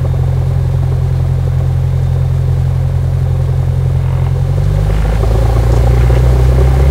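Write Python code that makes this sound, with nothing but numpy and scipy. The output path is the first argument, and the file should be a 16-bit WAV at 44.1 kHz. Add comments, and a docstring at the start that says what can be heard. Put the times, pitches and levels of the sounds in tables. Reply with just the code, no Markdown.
"""Inside a light piston plane. At low power, propeller blades and firings make a deep drone and the
exhaust barks once a turn through the cabin's resonances; air rumbles, rasps and hisses, gyros whine.
Faint whistles come and go from 0.5 s, sparse ticks from 2 s; loose trim rattles in spells from 4.1 s.
At 4.3 s the throttle opens for takeoff: the drone climbs, barks and air grow louder, the trim buzzes."""
import sys
import numpy as np
from scipy import signal
from scipy.fft import rfft, irfft, next_fast_len
from scipy.io import wavfile
from scipy.ndimage import uniform_filter1d, minimum_filter1d

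SR = 44100
rng = np.random.default_rng(int(sys.argv[2]) if len(sys.argv) > 2 else 0)


def wav_record(signal):
    """Record a signal, one row per channel, as 16-bit PCM in the file named by sys.argv[1]."""
    frames = np.transpose(np.atleast_2d(signal))
    bounded = np.clip(frames, -1, 1)
    # unit amplitude maps onto the largest positive 16-bit level
    quanta = np.round(bounded * 32767).astype(np.int16)
    wavfile.write(sys.argv[1], SR, quanta)


N = 304290
TIME = np.arange(N) / SR
LOW_RPS, LOADED_RPS = 22, 28.5   # crankshaft speeds at load 0 and 1


def from_db(db):
    """Decibels to gain."""
    return 10 ** (np.asarray(db) / 20)


def rms_one(x):
    """Scale to rms 1."""
    return x / np.sqrt(np.mean(x ** 2) + 1e-20)


def in_time(rows):
    """A curve's columns at every sample."""
    times_s, *columns = np.transpose(rows)
    return [np.interp(TIME, times_s, column) for column in columns]


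def by_load(load, low_db, full_db):
    """Level in dB, linear in load."""
    return low_db + (full_db - low_db) * load


def drift(rate_hz):
    """Slow random wander, rms about 1."""
    hop, settle = 40, 2000
    pole = np.exp(-2 * np.pi * hop * rate_hz / SR)
    noise = rng.standard_normal(N // hop + settle + 2)
    slow = signal.lfilter([1], [1, -2 * pole, pole * pole], noise)[settle:]
    return np.interp(np.arange(N) / hop, np.arange(len(slow)), rms_one(slow))


def throb(cycles, depth_db):
    """Gain swelling once a cycle; rms 1."""
    return rms_one(from_db(depth_db * np.cos(2 * np.pi * cycles)))


def spell(start_s, hold_s, attack_s, release_s):
    """Gain rising exponentially to 1 at start_s, holding, then decaying."""
    rise = (TIME - start_s) / attack_s
    fall = (start_s + hold_s - TIME) / release_s
    return np.exp(np.clip(np.minimum(rise, fall), -20, 0))


def coloured(x, spectrum):
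    """Shape x by a smooth spectrum; rms 1."""
    hz, db = np.transpose(spectrum)
    size = next_fast_len(N)
    log_hz = np.log(np.maximum(np.arange(size // 2 + 1) * SR / size, 1))
    gain = from_db(np.interp(log_hz, np.log(hz), db, left=-90))
    return rms_one(irfft(rfft(x, size) * gain, size)[:N])


def resonate(x, modes):
    """Parallel resonances with alternating signs; rms 1."""
    out = 0
    for k, (hz, width_hz, db) in enumerate(modes):
        radius = np.exp(-np.pi * width_hz / SR)
        gain = from_db(db) * (1 - radius ** 2) / 2
        poles = [1, -2 * radius * np.cos(2 * np.pi * hz / SR), radius ** 2]
        out += (-1) ** k * signal.lfilter([gain, 0, -gain], poles, x + 1e-18)
    return rms_one(out)


def turbulence(turns, locked, size=4096):
    """Noise whose locked share of power repeats every two turns."""
    pattern = rms_one(irfft(np.exp(2j * np.pi * rng.random(size // 2 + 1))))
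    repeating = np.interp(turns / 2 % 1 * size, np.arange(size), pattern)
    return np.sqrt(locked) * rms_one(repeating) + np.sqrt(1 - locked) * rng.standard_normal(N)


def drone(turns, speed_rps, boom_hz=110, boom_width_hz=30, waver_db=0.15):
    """Two blades a turn; each harmonic swells, fades and lags as it climbs through the cabin's boom."""
    # blade harmonic in the cabin: (frequency [Hz], level [dB])
    boom = [(43, -24), (50, -14), (62, -10), (70, -8), (87, -16), (99, -15), (104, -22.5), (110, -15.5),
            (122, -12), (131, -14.5), (155, -18.5), (166, -36), (195, -38), (270, -34.5)]
    pitches_hz, levels_db = np.transpose(boom)
    blade_rad = 4 * np.pi * (turns - 1 / 4)
    out = 0
    for k in range(1, 5):
        hz = 2 * k * speed_rps
        db = np.interp(np.log(hz), np.log(pitches_hz), levels_db) + waver_db * drift(2.5)
        lag_rad = np.arctan2(hz * boom_width_hz, boom_hz ** 2 - hz ** 2)
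        out -= from_db(db) * np.cos(k * blade_rad - lag_rad - np.pi / 6)
    return np.sqrt(2) * out


def lope(turns, load, waver_db=3.0, wander_rad=0.13):
    """Unequal cylinders add weak wavering lines among the blade harmonics."""
    # (frequency [x shaft rate], low-load level [dB], full-load level [dB])
    lines = [(1, -58, -37), (3, -32, -29), (3.5, -33, -33), (4.5, -34, -33), (5, -30, -27), (5.5, -31, -35),
             (6.5, -34, -44)]
    out = 0
    for multiple, low_db, full_db in lines:
        phase_rad = 2 * np.pi * (multiple * turns + rng.random()) + wander_rad * drift(0.9)
        db = by_load(load, low_db, full_db) + waver_db * drift(0.3)
        out += from_db(db) * np.sin(phase_rad)
    return out


def cabin(x, band_hz=(210, 1600)):
    """The cabin rings and passes the exhaust's midrange; rms 1."""
    # cabin and exhaust resonances: (frequency [Hz], width [Hz], gain [dB])
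    modes = [(251.4, 31, -7.5), (336, 11.5, -2.5), (387.2, 19.6, 0), (453.5, 40.7, -2.5), (492, 73, -1.5),
             (553.5, 59.5, -2.5), (645.6, 25.4, -6.5), (782, 60, -9.5), (894, 36, -16), (1092, 170, -18)]
    band = signal.butter(2, band_hz, "band", fs=SR, output="sos")
    return rms_one(signal.sosfilt(band, resonate(x, modes)))


def exhaust(gust_turns, load, waver_db=1.26):
    """One uneven gust a turn, louder and more pronounced under load."""
    swell = throb(gust_turns, depth_db=3 + 3 * load)
    strength = from_db(by_load(load, low_db=-30.5, full_db=-26) + waver_db * drift(26.0))
    return strength * swell * cabin(turbulence(gust_turns, locked=0.48))


def firings(gust_turns, load, limp_db=2, spread_db=1.6, gap_s=1 / 55):
    """Time and level of each bark: one a gust; hard firings displace those within gap_s."""
    # hardest firings: (time [s], level [dB])
    hardest = [(0.052, -20), (0.141, -22.5), (0.28, -27.5), (0.373, -23), (0.741, -24.5), (0.83, -20),
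               (0.92, -21.5), (1.198, -21.5), (1.473, -21), (1.606, -24.5), (2.894, -24), (3.398, -24),
               (3.486, -22.5), (3.902, -23.5), (4.221, -23), (4.577, -20), (4.788, -23.5), (4.901, -18.5),
               (5.052, -17), (5.124, -19), (5.235, -13.5), (5.309, -16.5), (5.353, -16.5), (5.424, -18),
               (5.495, -16), (5.565, -16.5), (5.7, -16), (5.734, -12.5), (5.767, -15.5), (5.871, -13.5),
               (5.938, -18), (6.101, -18), (6.168, -16), (6.297, -17.5), (6.36, -17), (6.521, -15.5),
               (6.584, -13.5), (6.611, -14.5), (6.676, -16.5), (6.799, -14)]
    at = np.flatnonzero(np.diff(np.floor(gust_turns)))
    levels_db = by_load(load[at], low_db=-32.5, full_db=-21)
    levels_db -= limp_db * (1 - load[at]) * (-1) ** np.arange(len(at))   # weak, strong at low load
    levels_db += spread_db * np.clip(rng.standard_normal(N)[:len(at)], -2, 2)
    ordinary = [(time_s, db) for time_s, db in zip(TIME[at], levels_db)
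                if all(abs(time_s - hard_s) > gap_s for hard_s, _ in hardest)]
    return list(hardest) + ordinary


def barks(turns, rows, rise_s=0.0063, decay_s=0.011, steadiness=0.37, length_spread=0.2):
    """Each firing is a rounded burst of turbulence ringing the cabin, with its own length and colour."""
    gas = cabin(turbulence(turns, locked=0.26))
    local_power = uniform_filter1d(gas ** 2, size=SR // 250) + 1e-6
    gas /= local_power ** (steadiness / 2)
    stretches = np.exp(length_spread * rng.uniform(-1.1, 1, N))
    out = np.zeros(N)
    for (time_s, db), stretch in zip(rows, stretches):
        near = slice(max(round((time_s - .04) * SR), 0), round((time_s + .04) * SR))
        age_s = (TIME[near] - time_s) / stretch
        swell = np.exp(-(age_s / np.where(age_s < 0, rise_s, decay_s)) ** 2)
        out[near] += from_db(db) * np.sqrt(np.mean(swell ** 2)) * rms_one(swell * gas[near])
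    return out


def tailpipe(x, speed_rps):
    """The faster the engine, the more the pipe rings."""
    # (frequency [Hz], width [Hz], boost at top speed [dB])
    modes = [(380, 53, 4), (515, 60, 1.5), (790, 35, 5.5)]
    revs = np.clip((speed_rps - LOW_RPS) / (speed_rps.max() - LOW_RPS), 0, 1)
    out = x
    for hz, width_hz, db in modes:
        ring = signal.lfilter(*signal.iirpeak(hz, hz / width_hz, fs=SR), x)
        out = out + (from_db(db * revs) - 1) * ring
    return out


def at_seat(x):
    """Cabin reflections cancel narrow bands of the exhaust."""
    # (frequency [Hz], width [Hz])
    nulls = [(295, 46), (615, 55), (695, 38), (870, 47)]
    for hz, width_hz in nulls:
        x = signal.lfilter(*signal.iirnotch(hz, hz / width_hz, fs=SR), x)
    return x


def airframe_rumble(load):
    """The airframe rumbles more under load."""
    # (frequency [Hz], relative density [dB])
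    spectrum = [(10, -10), (30, -17), (50, -1), (70, 5), (115, 0.5), (145, 3), (190, -8.5), (300, -12),
                (500, -44)]
    gain = from_db(by_load(load, low_db=-26.5, full_db=-19))
    return gain * coloured(rng.standard_normal(N), spectrum)


def blade_rasp(turns, load):
    """Air rasps past the propeller, pulsing with each blade."""
    # (frequency [Hz], relative density [dB])
    spectrum = [(200, -8), (500, 7.5), (900, 5), (1300, -1.5), (1650, 0.5), (1900, -4), (2150, -3),
                (2700, -11), (3500, -16.5), (6000, -26)]
    eddies = turbulence(turns, locked=0.22) * throb(2 * turns - .2, depth_db=1.7)
    return from_db(by_load(load, low_db=-36.5, full_db=-30)) * coloured(eddies, spectrum)


def slipstream(turns, load, lead_s=0.1, exponent=0.69, flicker_db=0.92):
    """Slipstream hiss opens with the throttle, ahead of the speed."""
    # (frequency [Hz], relative density [dB])
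    spectrum = [(1500, 0), (3000, 12.5), (4200, 12), (5200, 8), (8500, 5.5), (11000, -0.5), (15500, -15)]
    throttle = np.interp(TIME + lead_s, TIME, load)
    hiss = coloured(rng.standard_normal(N), spectrum) * throb(2 * turns - .4, depth_db=0.5)
    db = by_load(throttle ** exponent, low_db=-47, full_db=-39) + flicker_db * drift(27)
    return from_db(db) * hiss


def gyros(waver_db=2.0, wander_rad=0.25, fade_s=0.18):
    """Instrument gyros whine at steady pitches, wavering in level."""
    # (start [s], hold [s], frequency [Hz], level [dB])
    whines = [(0, 8.7, 3650.5, -56.5), (0, 4.6, 3820, -65), (0, 6.9, 4131, -63), (3.1, 1.4, 9475, -64)]
    out = np.zeros(N)
    for start_s, hold_s, hz, db in whines:
        gain = from_db(db + waver_db * drift(2.3)) * spell(start_s, hold_s, fade_s, fade_s)
        out += np.sqrt(2) * gain * np.sin(2 * np.pi * hz * TIME + wander_rad * drift(6.9))
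    return out


def whistles(fade_s=0.18):
    """Breathy whistles: narrow noise bands that swell and fade."""
    # (start [s], hold [s], frequency [Hz], filter width [Hz], level [dB])
    breaths = [(0.55, 0.7, 4122, 20, -60.5), (0.8, 1.0, 3300, 60, -64), (5.33, 0.27, 4200, 130, -51)]
    out = np.zeros(N)
    for start_s, hold_s, hz, width_hz, db in breaths:
        mode = [(hz, width_hz, 0)]
        breath = resonate(resonate(rng.standard_normal(N), mode), mode)
        out += from_db(db) * spell(start_s, hold_s, fade_s, fade_s) * breath
    return out


def ticks(decay_s=0.016):
    """Small ticks in the cabin: brief crackles about an octave wide."""
    # (time [s], peak [dB], near top of band [Hz])
    crackles = [(2.032, -35, 7000), (4.24, -29, 2490), (4.639, -32, 6750), (5.719, -24.5, 7500),
                (5.761, -26.5, 7000), (6.008, -17.5, 2200), (6.152, -20, 2600)]
    out = np.zeros(N)
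    age_s = np.arange(SR // 30) / SR
    for time_s, db, hz in crackles:
        band = signal.butter(2, [hz / 2, 1.05 * hz], "band", fs=SR, output="sos")
        tick = signal.sosfilt(band, rng.standard_normal(len(age_s)) * np.exp(-age_s / decay_s))
        start = round(time_s * SR)
        out[start:start + len(tick)] += from_db(db) * tick / np.abs(tick).max()
    return out


def loose_trim(turns, speed_rps, load, lag_turns=0.25, spread_db=1.2, decay_s=0.0055):
    """Each blade sets a loose panel chattering nearly alike: a faint buzz, with spells of rattling."""
    # (start [s], hold [s], knock level [dB], clatter level [dB])
    rattles = [(4.08, 0.19, -34, -40.5), (4.91, 0.25, -39, -37.5), (5.95, 0.08, -45, -43),
               (6.11, 0.055, -31.5, -42), (6.62, 0.26, -42, -45)]
    # panel's low knock: (frequency [Hz], width [Hz], gain [dB])
    knock_modes = [(535, 80, 2), (950, 170, 0)]
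    # clatter of its edge: (frequency [Hz], width [Hz], gain [dB])
    edge_modes = [(1420, 145, 1), (1690, 180, 0.5), (2127, 150, 2.5), (2470, 190, -4.5), (2890, 290, -5.5)]
    blade, fraction = np.divmod(2 * (turns - lag_turns), 1)
    age_s = fraction / (2 * speed_rps)
    strength = from_db(spread_db * np.clip(rng.standard_normal(N), -2, 2))[blade.astype(int)]
    chatter = strength * np.exp(-age_s / decay_s) * turbulence(4 * turns, locked=0.72, size=1024)
    buzz = from_db(by_load(load, low_db=-58.5, full_db=-43.5))
    knock = clatter = 0
    for start_s, hold_s, knock_db, clatter_db in rattles:
        swell = spell(start_s, hold_s, attack_s=0.09, release_s=0.035)
        knock += from_db(knock_db) * swell
        clatter += from_db(clatter_db) * swell
    return knock * resonate(chatter, knock_modes) + (clatter + buzz) * resonate(chatter, edge_modes)


def scene():
    """Crankshaft speed sets the rhythm and load of every engine sound."""
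    # crankshaft, throttle held then opened: (time [s], speed [rev/s])
    shaft = [(0.0, 21.845), (4.3, 21.895), (4.48, 22.38), (4.75, 24.6), (5.0, 26.05), (5.3, 27.41),
             (5.7, 29.22), (6.1, 30.39), (6.5, 31.45), (6.75, 32.62), (6.9, 34.12)]
    # exhaust putter shifting within the turn: (time [s], lag [turns], gain [dB])
    putter = [(0, 0.17, 0.5), (2.2, 0.23, -1.1), (4.2, 0.39, 0), (5.3, 0.12, 0.04), (6.9, 0.032, -0.5)]
    speed_rps, = in_time(shaft)
    turns = np.cumsum(speed_rps) / SR
    load = np.clip((speed_rps - LOW_RPS) / (LOADED_RPS - LOW_RPS), 0, 1)
    lag_turns, putter_db = in_time(putter)
    gust_turns = turns - lag_turns
    gas = from_db(putter_db) * (exhaust(gust_turns, load) + barks(turns, firings(gust_turns, load)))
    engine = drone(turns, speed_rps) + lope(turns, load) + at_seat(tailpipe(gas, speed_rps))
    air = airframe_rumble(load) + blade_rasp(turns, load) + slipstream(turns, load)
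    interior = loose_trim(turns, speed_rps, load) + ticks() + gyros() + whistles()
    return (engine + air + interior)[None]


def record(dry):
    """10 ms limiter at full scale, then a steep 15.7 kHz low-pass."""
    window = SR // 100
    max_gain = np.minimum(1, 1 / (np.abs(dry) + 1e-9))
    gain = uniform_filter1d(minimum_filter1d(max_gain, size=window), size=window)
    low_pass = signal.ellip(12, .05, 60, 15700, fs=SR, output="sos")
    return signal.sosfiltfilt(low_pass, dry * gain)


dry = scene()
out = record(dry)
wav_record(out)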